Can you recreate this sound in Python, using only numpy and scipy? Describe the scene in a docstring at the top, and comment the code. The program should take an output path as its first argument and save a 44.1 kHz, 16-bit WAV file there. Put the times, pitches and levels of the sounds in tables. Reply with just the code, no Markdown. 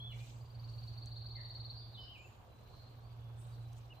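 """Summer woods. A distant engine drones under the hush of the air, with soft rustles and far bird calls.
A bird whistles a sliding phrase, then another swells into a dry trill of quick upward chips, and a
twig ticks. After the trill comes a second whistled phrase, then one long, far whistle that dips and
rises. Another tick and a short peep come last. The trees scatter the birdsong into soft echoes."""
import sys
import numpy as np
from scipy import signal
from scipy.fft import rfft, irfft
from scipy.io import wavfile

SR = 44100
rng = np.random.default_rng(int(sys.argv[2]) if len(sys.argv) > 2 else 0)


def store_wav(level_fs):
    """Save 16-bit WAV to argv[1]."""
    pcm = np.round(np.clip(np.atleast_2d(level_fs), -1, 1) * 32767)
    wavfile.write(sys.argv[1], SR, pcm.T.astype(np.int16))


N = 176400
TIME = np.arange(N) / SR
FAR_FADE_S = 0.72  # time for a far bird's echo to fall by 60 dB


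def from_db(db):
    """Turn decibels into a number to multiply by."""
    return 10 ** (np.asarray(db) / 20)


def unit_power(x):
    """Scale a signal so that its average power is 1."""
    return x / np.sqrt(np.mean(x ** 2) + 1e-20)


def in_time(rows):
    """Join rows that start with a time into curves, one for each other column."""
    times, *columns = np.transpose(rows)
    return [np.interp(TIME, times, column) for column in columns]


def at_hz(points, hz):
    """Read a value between frequency points, with every octave equally wide."""
    frequencies, values = np.transpose(points)
    return np.interp(np.log(hz), np.log(frequencies), values)


def drift(rate_hz):
    """A smooth random wobble of size about 1; a higher rate wobbles faster."""
    step, warm_up = 40, 2000
    memory = np.exp(-2 * np.pi * step * rate_hz / SR)
    noise = rng.standard_normal(N // step + warm_up + 2)
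    slow = signal.lfilter([1], [1, -2 * memory, memory * memory], noise)[warm_up:]
    return np.interp(np.arange(N) / step, np.arange(len(slow)), unit_power(slow))


def phase_of(hz):
    """The angle a wave has turned through as its pitch moves."""
    return 2 * np.pi * np.cumsum(hz) / SR


def pan(left_db):
    """Left and right gains that make the left ear louder by left_db."""
    return from_db(np.array([[left_db], [-left_db]]) / 2)


def place(x, left_db, lag_ms):
    """Put a sound to one side: the ears differ in level, and the left hears it later."""
    hz = np.arange(N // 2 + 1) * SR / N
    late = irfft(rfft(x) * np.exp(-2j * np.pi * hz * lag_ms / 1000), N)
    return np.array([late, x]) * pan(left_db)


def woods(x, echo_db, fade_s):
    """Echoes from near branches and far trunks, different in each ear; far ones fall 60 dB in fade_s."""
    near_share, near_fade_s, build_s = 0.64, 0.058, 0.0079
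    t = TIME[:SR]
    far = unit_power(from_db(-60 * t / fade_s))
    near = unit_power(from_db(-60 * t / near_fade_s))
    shape = np.sqrt((1 - near_share) * far ** 2 + near_share * near ** 2) * (1 - np.exp(-t / build_s))
    echoes = unit_power(rng.standard_normal((2, SR)) * shape) / np.sqrt(SR)
    return from_db(echo_db) * signal.fftconvolve(x[None], echoes, axes=1)[:, :N]


def twigs(x, echo_db=-11, peak_s=0.0028):
    """Twigs around a perch bounce a note back a few milliseconds late, which thickens it."""
    t = TIME[:SR // 20]
    echoes = unit_power(rng.standard_normal((2, len(t))) * t * np.exp(-t / peak_s)) / np.sqrt(len(t))
    return from_db(echo_db) * signal.fftconvolve(x[None], echoes, axes=1)[:, :N]


def banded_noise(spectrum, flicker_db):
    """Stereo noise in bands half an octave wide, each flickering on its own."""
    # how alike the two ears are: frequency_hz, likeness (1 = the same, 0 = unrelated)
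    ear_likeness = [(40, 0.96), (130, 0.68), (300, 0.62), (700, 0.38), (1300, -0.18), (3000, 0.073),
                    (10000, 0.00048)]
    out, edges_hz = 0, np.geomspace(22, 17000, 21)
    white = rng.standard_normal((2, 2, N))
    for k, (low, high) in enumerate(zip(edges_hz, edges_hz[1:])):
        band = signal.butter(2, [low, high], "band", fs=SR, output="sos")
        shared, opposite = signal.sosfilt(band, white[k % 2])
        hz = np.sqrt(low * high)
        alike = at_hz(ear_likeness, hz)
        stereo = np.sqrt(1 + alike) * shared + np.sqrt(1 - alike) * opposite * [[1], [-1]]
        out += from_db(at_hz(spectrum, hz) + flicker_db * drift(31)) * stereo
    return unit_power(out)


def air(level_db=-59):
    """A steady low rumble and the hush of the woods."""
    # the tone of still air: frequency_hz, level_db
    spectrum = [(25, 4), (40, 8), (70, 15), (110, 12), (160, 1), (300, -1), (450, -1.5), (750, 0),
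                (1100, -3.5), (1600, -12.5), (2100, -18), (2600, -13.5), (4200, -16), (5500, -26.5),
                (7500, -26), (10000, -37.5), (12500, -24), (15500, -24)]
    return from_db(level_db) * banded_noise(spectrum, flicker_db=2) * pan(left_db=-1.4)


def engine(gain_db=-0.56, waver_db=2, firings_per_cycle=8):
    """A far exhaust: the firings make one strong tone, and weaker tones around it make it throb."""
    # the firing tone: time_s, pitch_hz
    pitch_curve = [(0.0, 117.5), (0.56, 117), (0.67, 115.5), (2.47, 115.5), (2.68, 118), (3.35, 115.5),
                   (3.44, 117), (3.91, 116.5), (4.0, 130)]
    # how the drone swells and sinks: time_s, level_db
    level_curve = [(0.0, -52), (0.23, -45.5), (0.26, -53), (0.42, -44.5), (0.48, -53), (0.57, -46),
                   (1.48, -49.5), (1.56, -52.5), (1.59, -47), (2.34, -65.5), (2.94, -51.5), (3.66, -51),
                   (3.92, -55.5), (4.0, -64.5)]
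    # the engine's tones: waves_per_cycle, level_db
    tones = [(3, -18), (4, -16.5), (5, -19.5), (6, -19), (7, -16), (8, 0), (9, -14.5), (15, -30.5)]
    (hz,), (db,) = in_time(pitch_curve), in_time(level_curve)
    cycle, swell_db = phase_of(hz / firings_per_cycle), db - db.mean()
    out = 0
    for multiple, tone_db in tones:
        weak = multiple != firings_per_cycle  # weak tones swell less and wander out of step
        level_db = db.mean() + swell_db * (0.79 if weak else 1) + tone_db
        phase = multiple * cycle + rng.uniform(0, 2 * np.pi) + weak * 0.33 * drift(2.95)
        out += np.sqrt(2) * from_db(gain_db + level_db + waver_db * drift(1.35)) * np.sin(phase)
    return place(out, left_db=-2.5, lag_ms=0.25)


def rustles():
    """Something rustles close by in brief swells of soft, bright noise."""
    # each rustle: middle_s, width_s, level_db
    swells = [(0.248, 0.11, -64), (.82, 0.24, -72.5), (2.78, 0.22, -78), (3.47, 0.1, -73.5),
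              (3.768, 0.13, -73)]
    # the tone of the rustling: frequency_hz, level_db
    spectrum = [(300, -11), (1500, -59), (2700, 1.5), (5000, 0), (7500, -5.5), (10000, -20), (15000, -8.5)]
    loudness = sum(from_db(db) * np.exp(-((TIME - s) / width) ** 2) for s, width, db in swells)
    return loudness * banded_noise(spectrum, flicker_db=4)


def ticks(decay_s=0.002, band_hz=(5100, 8500), crack_db=-13):
    """Tiny twig snaps: bright noise with a broad crack on top, dying at once."""
    # each snap: start_s, level_db
    snaps = [(1.0592, -55.5), (3.731, -60)]
    bursts = sum(from_db(db) * (TIME >= s) * np.exp(-np.abs(TIME - s) / decay_s) for s, db in snaps)
    band = signal.butter(2, band_hz, "band", fs=SR, output="sos")
    bright = unit_power(signal.sosfilt(band, rng.standard_normal(N)))
    crack = from_db(crack_db) * rng.standard_normal(N)
    sound = bursts * (bright + crack)
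    return sound + woods(sound, echo_db=-8, fade_s=0.3)


def far_birds(gain_db=-0.5, buzz_rate_hz=130, uneven=0.35):
    """Short sliding calls, half lost in the trees; a fast, uneven shake in pitch makes them buzz."""
    # each call: start_s, length_s, first_hz, last_hz, level_db, buzz_depth_hz
    calls = [(0, 0.024, 4090, 4220, -66, 64.8), (0.101, 0.033, 4140, 4050, -66, 60),
             (0.107, 0.3, 6740, 7240, -74, 890), (.115, 0.03, 2500, 1990, -61.5, 124),
             (1.348, 0.063, 2200, 1750, -60.5, 79), (1.748, 0.064, 4625, 4606, -55, 118),
             (1.8, 0.054, 3660, 3560, -67, 130), (1.916, 0.058, 4350, 3800, -60.5, 179),
             (1.972, 0.095, 3990, 4575, -63, 356.4), (1.965, .12, 5000, 5090, -68.5, 185),
             (2.05, 0.082, 2976, 2967, -61, 119), (2.158, .16, 7180, 6870, -75.5, 280),
             (2.602, 0.34, 4086, 4395, -72.5, 300), (3.024, 0.038, 4380, 4650, -72.5, 60),
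             (3.077, .06, 4850, 4500, -79, 60), (3.365, 0.078, 8360, 8660, -70.5, 830),
             (3.511, 0.049, 4840, 4000, -71, 64.4), (3.924, 0.3, 4057, 4250, -67.5, 54)]
    shake = np.sin(phase_of(buzz_rate_hz * (1 + uneven * drift(40)))) * (1 + uneven * drift(90))
    song = np.zeros(N)
    for start_s, length_s, first_hz, last_hz, db, buzz_depth_hz in calls:
        progress = np.clip((TIME - start_s) / length_s, 0, 1)
        hz = first_hz + (last_hz - first_hz) * progress + buzz_depth_hz * shake
        song += from_db(db + gain_db) * np.sin(np.pi * progress) * np.sin(phase_of(hz))
    return song + woods(song, echo_db=5, fade_s=FAR_FADE_S)


def whistle(curve, quaver_hz=17.5, rasp_hz=60, flutter_db=1, edge_s=0.011):
    """A sliding tone that trembles a little in pitch and level, and rasps where it falls fast."""
    hz, db = in_time(curve)
    falling = np.clip(-np.gradient(hz) * SR / 13000, 0, 1)  # full rasp at a fall of 13000 Hz a second
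    hz = hz + quaver_hz * drift(54.7) + rasp_hz * falling * drift(240)
    fade = np.clip(np.minimum(TIME - curve[0][0], curve[-1][0] - TIME) / edge_s, 0, 1)
    return fade * from_db(db + flutter_db * drift(34)) * np.sin(phase_of(hz))


def far_whistler(fading_db=4):
    """A far bird's long note fades in and out, heard only as echoes from the trees."""
    # a note that dips and rises again: time_s, pitch_hz, level_db
    note = [(2.48, 3987, -79), (2.66, 4107, -76), (2.8, 4215, -65.5), (2.9, 4150, -81), (2.97, 3770, -77.5),
            (3.07, 3470, -78.5), (3.15, 3430, -80), (3.21, 3400, -72), (3.31, 3460, -83), (3.48, 3880, -75),
            (3.62, 4010, -78), (3.8, 3930, -84)]
    song = whistle(note, quaver_hz=31.9) * from_db(fading_db * drift(18))
    return woods(song, echo_db=2.5, fade_s=FAR_FADE_S)


def near_whistler(gain_db=0.5):
    """A near bird whistles two sliding phrases; a short, dry peep follows at the end."""
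    # one curve for each phrase: time_s, pitch_hz, level_db
    phrases = [
        [(0, 3204, -34), (.012, 3337, -55), (.028, 3370, -48.5), (.037, 3400, -61), (.05, 3418, -48.5),
         (.075, 3443, -49), (.092, 3280, -63), (.11, 3010, -52), (.126, 2842, -53.5), (.134, 2314, -72),
         (.16, 2150, -82), (.21, 2430, -64), (.235, 2450, -56)],
        [(1.935, 3950, -64), (1.962, 3510, -49.5), (1.971, 3280, -68), (1.977, 2976, -55.5), (1.992, 3060, -51),
         (2.046, 3013, -52.5), (2.07, 3058, -65), (2.115, 3133, -56), (2.149, 2880, -54), (2.162, 2490, -57),
         (2.177, 2314, -65), (2.209, 2483, -56), (2.231, 2560, -75), (2.253, 2670, -57.5), (2.275, 2680, -93)],
    ]
    # a peep that rises and falls: time_s, pitch_hz, level_db
    peep_curve = [(3.898, 2780, -58), (3.916, 2940, -54.5), (3.924, 2920, -54), (3.938, 2430, -54)]
    song = from_db(gain_db) * sum(whistle(phrase) for phrase in phrases)
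    peep = whistle(peep_curve)
    echoes = twigs(song + peep) + woods(song, echo_db=-3.5, fade_s=0.43)
    return place(song, left_db=0.5, lag_ms=0.08) + peep + echoes


def trill(gain_db=-0.26, quaver_hz=47, jitter_hz=26.6, leaf_cutoff_hz=3950):
    """Each chip is a pure tone that sweeps up, swells and fades; leaves dull its far echo."""
    # each chip of the trill: middle_s, level_db
    chips = [(.364, -69), (.413, -64.5), (0.459, -65.5), (0.505, -62.5), (.552, -59), (0.598, -57.5),
             (.645, -54.5), (.692, -54.5), (.740, -55.5), (.788, -52.5), (0.834, -53.5), (.883, -50),
             (0.932, -57), (.980, -50), (1.026, -49.5), (1.074, -50), (1.121, -49), (1.169, -46),
             (1.217, -49.5), (1.265, -47), (1.313, -47.5), (1.360, -45), (1.41, -48), (1.456, -46),
             (1.508, -45), (1.557, -45.5), (1.606, -46.5), (1.654, -46.5), (1.705, -44)]
    # the centre of the sweeps: time_s, pitch_hz
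    pitch_curve = [(.36, 4670), (.65, 4490), (1.15, 4353), (1.7, 4365)]
    # the shape of every chip: from_middle_s, from_centre_hz, level_db
    chip_shape = [(-.017, -950, -28.5), (-.0105, -560, -16.5), (-.0055, -190, -5.5), (0, 29.5, .5),
                  (.004, 161, -4), (.008, 244, -6), (.011, 236, -19), (0.014, 140, -32)]
    shape_s, sweep_hz, swell_db = np.transpose(chip_shape)
    centre_hz = in_time(pitch_curve)[0] + quaver_hz * drift(370)
    song = np.zeros(N)
    for middle_s, db in chips:
        sounding = (TIME > middle_s + shape_s[0]) & (TIME < middle_s + shape_s[-1])
        t = TIME[sounding] - middle_s
        hz = centre_hz[sounding] + jitter_hz * rng.standard_normal() + np.interp(t, shape_s, sweep_hz)
        song[sounding] += from_db(gain_db + db + np.interp(t, shape_s, swell_db)) * np.sin(phase_of(hz))
    dulled = signal.sosfilt(signal.butter(8, leaf_cutoff_hz, fs=SR, output="sos"), song)
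    echoes = woods(song, echo_db=-6.3, fade_s=0.66) + woods(dulled, echo_db=8, fade_s=1.0)
    return place(song, left_db=2.5, lag_ms=0.023) + twigs(song) + echoes


def scene():
    """Add the birds to the background."""
    background = air() + engine() + rustles() + ticks()
    return background + far_birds() + far_whistler() + near_whistler() + trill()


def record(dry):
    """Cut away the very highest treble."""
    cutoff_hz = 15500
    hz = np.arange(N // 2 + 1) * SR / N
    return irfft(rfft(dry) * (hz < cutoff_hz), N)


dry = scene()
out = record(dry)
store_wav(out)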